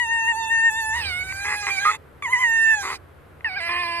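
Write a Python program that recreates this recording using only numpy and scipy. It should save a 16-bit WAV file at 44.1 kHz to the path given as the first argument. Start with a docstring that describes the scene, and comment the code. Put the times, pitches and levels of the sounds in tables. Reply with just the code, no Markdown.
"""A fox, petted under the chin, wails three times close by, outdoors. Its vocal folds oscillate
periodically, giving a high harmonic squeal that sags in pitch. At times the period doubles, adding
subharmonics and one short bark, or the folds slap irregularly and ring the throat as rasps and clicks.
The mouth filters the overtones and the air hissing through the jaws; the direction shifts as the head
turns. Behind it lie soft air noise, a distant hum and one swell of low rumble."""
import sys
import numpy as np
from scipy import signal
from scipy.fft import rfft, irfft
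from scipy.io import wavfile
from scipy.ndimage import uniform_filter1d

SR = 44100
rng = np.random.default_rng(int(sys.argv[2]) if len(sys.argv) > 2 else 0)


def inscribe(sig):
    """Save sig as 16-bit PCM at rate SR to the path in sys.argv[1].

    A 1-D sig is mono; a 2-D sig holds one channel per row.
    Samples are clipped to [-1, 1] before scaling.
    """
    pcm = np.round(np.clip(np.atleast_2d(sig).T, -1, 1) * 32767)
    wavfile.write(sys.argv[1], SR, pcm.astype(np.int16))


N = 176400
T = np.arange(N) / SR

# Spectrum of the outdoor air: f/Hz, relative level/dB
AIR_SPECTRUM = [(35, -14.5), (80, -4), (190, -14), (450, -8.5), (750, -16.5), (1400, -15.5), (6000, -44.5),
                (13000, -38)]
# Partials of the distant hum: f/Hz, level/dB
HUM_PARTIALS = [(72, -57), (86, -55.5), (143.5, -60)]
# Throat resonances: f/Hz, bandwidth per stage/Hz, gain/dB
FORMANTS = [(1104, 400, -2.5), (2032, 377, 6.5), (2396, 350, -1.5)]
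# Mouth response with the jaws wide: f/Hz, gain/dB
MOUTH_WIDE = [(2800, -5.5), (3600, 16), (4600, 10), (5500, 4.5), (6300, 10.5), (7100, 15), (7900, 3.5),
              (9500, -5.5), (10700, 5.5), (12600, -15)]
# Mouth response when narrowed: f/Hz, gain/dB
MOUTH_NARROW = [(3000, 13), (3400, -9), (4100, 4), (5000, 10), (6200, -23), (7600, -12), (8500, 7),
                (10500, -6), (13000, -4)]
# Narrowing of the mouth: t/s, fraction (0-1)
NARROWING = [(.93, 0), (1.02, 0.97), (1.35, 0.57), (2.45, 0.06), (2.8, 0.05), (3.0, 0.95)]
# Direction as the head turns: t/s, left-right difference of harmonic 1/dB, of harmonic 2/dB
HEAD_TURN = [(.4, -9.5, 8), (.85, -8, -0.5), (2.3, 2.5, -3), (2.7, 12, -5.5), (3.6, 5.5, 0)]
# Catches of the voice: t/s, peak level/dB
CLICKS = [(1.324, -19.5), (1.668, -11), (2.225, -21), (3.408, -33)]
# Irregular slapping of the folds: start/s, end/s, level/dB, relative gain of low resonances/dB
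RASPS = [(1.446, 1.55, -26, 1), (1.673, 1.697, -24.5, 3.5), (1.846, 1.904, -23, -2), (1.91, 1.95, -33, 3.5),
         (2.399, 2.449, -38, -7), (2.829, 2.935, -31, 10), (3.674, 3.78, -31, 0)]
# Period doubling: start/s, end/s, level/dB, relative gain of low resonances/dB
DOUBLINGS = [(1.288, 1.32, -43, -20), (1.627, 1.653, -39, 8), (3.603, 3.69, -27, -9.5),
             (3.692, 3.824, -25, 0.5), (3.833, 4.047, -27, 3)]
# The three wails: start/s, end/s
WAILS = [(-.02, 1.952), (2.223, 2.958), (3.445, 4.05)]
# Roughness of the voice: t/s, fraction (0-1)
ROUGHNESS = [(.92,0),(.96,.85),(1.13,0.2),(1.22,0.34),(1.9,0.49),(2.43,0.5),(2.48,0.04),(2.8,0.2),(2.86,1),(3.48,0.65),(3.63,0.34),(3.87,0.25)]
# Pitch, and the second harmonic, which jumps at register breaks: t/s, fundamental f/Hz, level/dB
PITCH_AND_SECOND = [(.02,965.5,-20),(.07,899,-34.5),(.12,924,-20.5),(.26,898,-27.5),(.288,935.4,-17.5),(.32,917,-22),(.335,874,-43),(.39,911,-31.5),(.49,888,-36.5),(.515,917,-18),(.62,902,-19.5),(.665,925,-13.5),(.692,907,-15.5),(.706,867,-33),(.79,911.6,-23.5),(.84,876,-29.5),(.935,882,-23.5),(.962,977,-26.5),(1.005,915,-27),(1.03,840,-40),(1.126,717.6,-34),(1.27,754.6,-37),(1.42,798.6,-32.5),(1.5,843,-30.5),(1.72,803.2,-39),(1.78,761.5,-35.5),(1.84,823,-23),(1.89,824,-53),
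                    (2.235,1167,-34),(2.258,1035,-23),(2.283,907,-30.5),(2.315,1030,-37.5),(2.334,1032,-12),(2.37,951,-23),(2.398,1036,-28.5),(2.44,978,-15),(2.48,916.6,-20),(2.715,891,-14.5),(2.748,861,-17.5),(2.756,858.7,-29),(2.825,785.7,-32),(2.85,775.6,-58),
                    (3.45,949.3,-21),(3.472,866,-24),(3.495,769,-41.5),(3.55,735,-42),(3.575,815,-23.5),(3.608,660,-51),(3.66,682.3,-43),(3.8,714.8,-58),(3.86,679,-57)]
# First harmonic: t/s, level/dB
FIRST_HARMONIC = [(0,-33),(.42,-27.5),(.55,-35.5),(.96,-30.5),(1.07,-46.5),(1.33,-51.5),(1.5,-37.5),(1.9,-42),(2.23,-33.5),(2.41,-28.5),(2.64,-47.5),(2.79,-32),(2.86,-53.5),(3.45,-41)]
# Third harmonic, which cracks in and out: t/s, level/dB
THIRD_HARMONIC = [(.02,-35),(.315,-27.5),(.335,-43.5),(.5,-31.5),(.69,-31.5),(.71,-38),(.99,-38.5),(1.025,-31.5),(1.23,-27),(1.245,-46),(1.31,-28.5),(1.335,-44),(1.4,-35.5),(1.69,-35.5),(1.715,-22),(1.765,-32.5),(1.787,-19.5),(1.81,-37.5),(2.3,-47),(2.5,-34.5),(2.72,-29),(2.82,-47.5),(3.52,-33.5),(3.63,-31),(3.9,-36.5)]
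# Treble: t/s, lower band level/dB, upper band level/dB
TREBLE_LEVELS = [(0,-47.5,-43),(.34,-50,-41),(.44,-36.5,-42.5),(.52,-46,-40.5),(.71,-47.5,-37.5),(.79,-37,-38),(.89,-50.5,-36),(1.06,-30.5,-45.5),(1.27,-47,-46),(1.45,-42.5,-40),(1.88,-36.5,-39),(2.23,-57.5,-48),(2.34,-52,-40),(2.8,-42,-37.5),(2.94,-40,-43.5),(3.45,-50.5,-60),(3.595,-39.5,-64),(3.61,-37.5,-49),(3.95,-36,-50.5)]

ATTACK_S, RELEASE_S = 0.0018, 0.027
JITTER_HZ, SHIMMER_DB = 239.2, 1  # bandwidth of fast unrest; level spread at full roughness
TREBLE_PAN_DB, RASP_PAN_DB, DOUBLING_PAN_DB = -7.5, -0.5, -3.5  # left minus right


def amp(db):
    """Amplitude ratio of a level in decibels."""
    return 10 ** (np.asarray(db) / 20)


def unit(x):
    """Normalisation to rms 1."""
    return x / np.sqrt(np.mean(x ** 2) + 1e-20)


def curves(rows):
    """Linear interpolation of each column in time."""
    times, *columns = np.transpose(rows)
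    return [np.interp(T, times, column) for column in columns]


def gate(start, end):
    """Envelope with linear attack, hold and quadratic release."""
    return np.clip((T - start) / ATTACK_S + .5, 0, 1) * np.clip(1 - (T - end) / RELEASE_S, 0, 1) ** 2


def gates(spans):
    """Sum of the envelopes of several spans."""
    return sum(gate(start, end) for start, end, *_ in spans)


def lowpass(order, hz):
    """Maximally flat low-pass sections."""
    return signal.butter(order, hz, fs=SR, output="sos")


def drift(hz):
    """Random modulation: low-passed noise of rms 1."""
    return unit(signal.sosfilt(lowpass(2, hz), rng.standard_normal(N + SR))[SR:])


def colour(x, spectrum):
    """Filtering as multiplication in the frequency domain."""
    hz, db = np.transpose(spectrum)
    bins_hz = np.arange(N // 2 + 1) * SR / N
    gain = amp(np.interp(np.log(bins_hz + 1e-3), np.log(hz), db))
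    return irfft(rfft(x) * gain, N)


def resonate(x, hz, width_hz):
    """Two equal resonators in cascade give steep skirts."""
    b, a = signal.iirpeak(hz, hz / width_hz, fs=SR)
    return signal.lfilter(b, a, signal.lfilter(b, a, x + 1e-18))


def place(x, pan_db, right_lag_s=.0001):
    """Direction from level and time differences between the channels."""
    left_gain = amp(pan_db)
    return np.array([left_gain * x, np.interp(T - right_lag_s, T, x)]) * 2 / (1 + left_gain)


def spread(mid, side, width):
    """Decorrelation: an independent signal enters the channels in antiphase."""
    return mid + width * np.array([side, -side])


def outdoors():
    """Superposition of diffuse air noise, a phase-modulated hum and a swell of narrow-band rumble."""
    mid, side = [unit(colour(rng.standard_normal(N), AIR_SPECTRUM)) for _ in range(2)]
    air = amp(-51) * spread(mid, side, width=.65)
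    hum = sum(amp(db) * np.sqrt(2) * np.cos(2 * np.pi * hz * T + 1.63 * drift(hz=2.35))
              for hz, db in HUM_PARTIALS)
    swell = amp(-41.5) * np.exp(-.5 * ((T - 1.183) / .25) ** 2)
    rumble = unit(resonate(rng.standard_normal(N), hz=77, width_hz=37))
    return air + hum + swell * rumble


def formants(source):
    """The throat as parallel resonators, one output for each."""
    return [amp(db) * resonate(source, hz, width) for hz, width, db in FORMANTS]


def throat(source, spans, chest_db):
    """Source-filter model: each span sets its level and the weight of first formant and chest."""
    first, *upper = formants(source)
    low = first + amp(chest_db) * resonate(source, hz=430, width_hz=500)
    high = sum(upper)
    voiced = sum(gate(start, end) * amp(db) * (high + amp(low_db) * low)
                 for start, end, db, low_db in spans)
    return voiced / np.std(low + high)


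def mouth(source, split_hz=5630, window_s=.0136):
    """The mouth opening filters the source; returns two treble bands, each held at running rms 1."""
    narrow = curves(NARROWING)[0]
    shaped = (1 - narrow) * colour(source, MOUTH_WIDE) + narrow * colour(source, MOUTH_NARROW)
    lower = signal.sosfiltfilt(lowpass(10, split_hz), shaped)
    return [band / np.sqrt(np.abs(uniform_filter1d(band ** 2, int(window_s * SR))) + 1e-20)
            for band in (lower, shaped - lower)]


def clicks():
    """Impulse response: each single hard slap of the folds rings the throat once."""
    impulses = np.zeros(N)
    for time, db in CLICKS:
        impulses[int(time * SR)] = amp(db)
    ringing = sum(formants(impulses))
    return place(ringing * impulses.max() / np.abs(ringing).max(), RASP_PAN_DB)


def rasp(phase, voice_level, rough, slap_spread_db=3):
    """Aperiodic excitation: uneven slaps on every other cycle and faint turbulence drive the throat."""
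    slap_count = np.floor(np.maximum.accumulate(phase / (4 * np.pi) + .11 * drift(hz=297.6)))
    slaps = np.diff(slap_count, prepend=0) * amp(slap_spread_db * rng.standard_normal(N))
    ringing = throat(slaps, RASPS, chest_db=-16.5)
    breath = amp(-14.5) * voice_level * rough * unit(sum(formants(rng.standard_normal(N))))
    return place(signal.sosfilt(lowpass(10, hz=2580), ringing + breath), RASP_PAN_DB)


def period_doubling(phase):
    """Alternating strong and weak cycles add half-integer harmonics; one dominates in the bark."""
    halves = sum(np.cos((k + .5) * phase) for k in range(8))
    flutter = 1 + .28 * np.cos(phase / 6)
    bark = gate(start=1.853, end=1.897) * amp(-15.5) * flutter * np.sqrt(2) * np.cos(1.5 * phase)
    return place(throat(halves, DOUBLINGS, chest_db=-19.5) + bark, DOUBLING_PAN_DB)


def overtones(phase, rough, flicker_db=6, scatter_rad=1.3):
    """Flickering harmonics 4-18: phase noise broadens them, period doubling adds buzzing sidebands."""
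    tones = 0
    for k in range(4, 19):
        flicker = amp(flicker_db * drift(hz=14.1))
        offset = rng.uniform(0, 2 * np.pi) + scatter_rad * rough * drift(JITTER_HZ)
        tones += flicker * np.cos(k * phase + offset)
    buzz = 1 + .73 * np.minimum(gates(DOUBLINGS), 1) * np.cos(phase / 2)
    return tones * buzz


def treble(phase, levels, rough):
    """Overtones and a puff of turbulence on each cycle pass the mouth; roughness shifts power to hiss."""
    tone_bands = mouth(overtones(phase, rough))
    puffs = 1 + .5 * np.cos(phase)
    hiss_bands, side_bands = [mouth(rng.standard_normal(N) * puffs) for _ in range(2)]
    hiss_shares = (.001 + .15 * rough, .03 + .5 * rough)  # lower band, upper band
    out = 0
    for level, tones, hiss, side, share in zip(levels, tone_bands, hiss_bands, side_bands, hiss_shares):
        direct = place(np.sqrt(1 - share) * tones + np.sqrt(share) * hiss, TREBLE_PAN_DB)
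        out += level * spread(direct, np.sqrt(share) * side, width=.79)
    return out


def fold_phase(pitch, rough):
    """Phase of the folds as the integral of frequency, perturbed by fast jitter and slower waver."""
    jitter = (.026 * rough + .01 * gates(RASPS)) * drift(JITTER_HZ)
    waver = (.002076 + .012 * rough) * drift(hz=56.6)
    return 2 * np.pi * np.cumsum(pitch * (1 + jitter + waver)) / SR


def squeal(phase, levels, rough):
    """Periodic oscillation of the folds gives three strong harmonics, which shimmer with roughness."""
    pans = curves(HEAD_TURN) + [TREBLE_PAN_DB]
    out = 0
    for k, (level, pan_db) in enumerate(zip(levels, pans), 1):
        shimmer = amp(SHIMMER_DB * rough * drift(JITTER_HZ))
        out += place(level * shimmer * np.sqrt(2) * np.cos(k * phase), pan_db)
    return out


def scene():
    """Superposition of the voice, whose layers share one oscillation, its clicks and the background."""
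    pitch, second_db = curves(PITCH_AND_SECOND)
    levels_db = curves(FIRST_HARMONIC) + [second_db] + curves(THIRD_HARMONIC) + curves(TREBLE_LEVELS)
    levels = amp(levels_db) * gates(WAILS)
    rough = curves(ROUGHNESS)[0]
    phase = fold_phase(pitch, rough)
    wails = squeal(phase, levels[:3], rough) + treble(phase, levels[3:], rough)
    breaks = period_doubling(phase) + rasp(phase, levels.sum(axis=0), rough) + clicks()
    return wails + breaks + outdoors()


def record(dry, cutoff_hz=13300):
    """Band limiting by a steep elliptic low-pass."""
    return signal.sosfilt(signal.ellip(12, .1, 90, cutoff_hz, fs=SR, output="sos"), dry)


dry = scene()
out = record(dry)
inscribe(out)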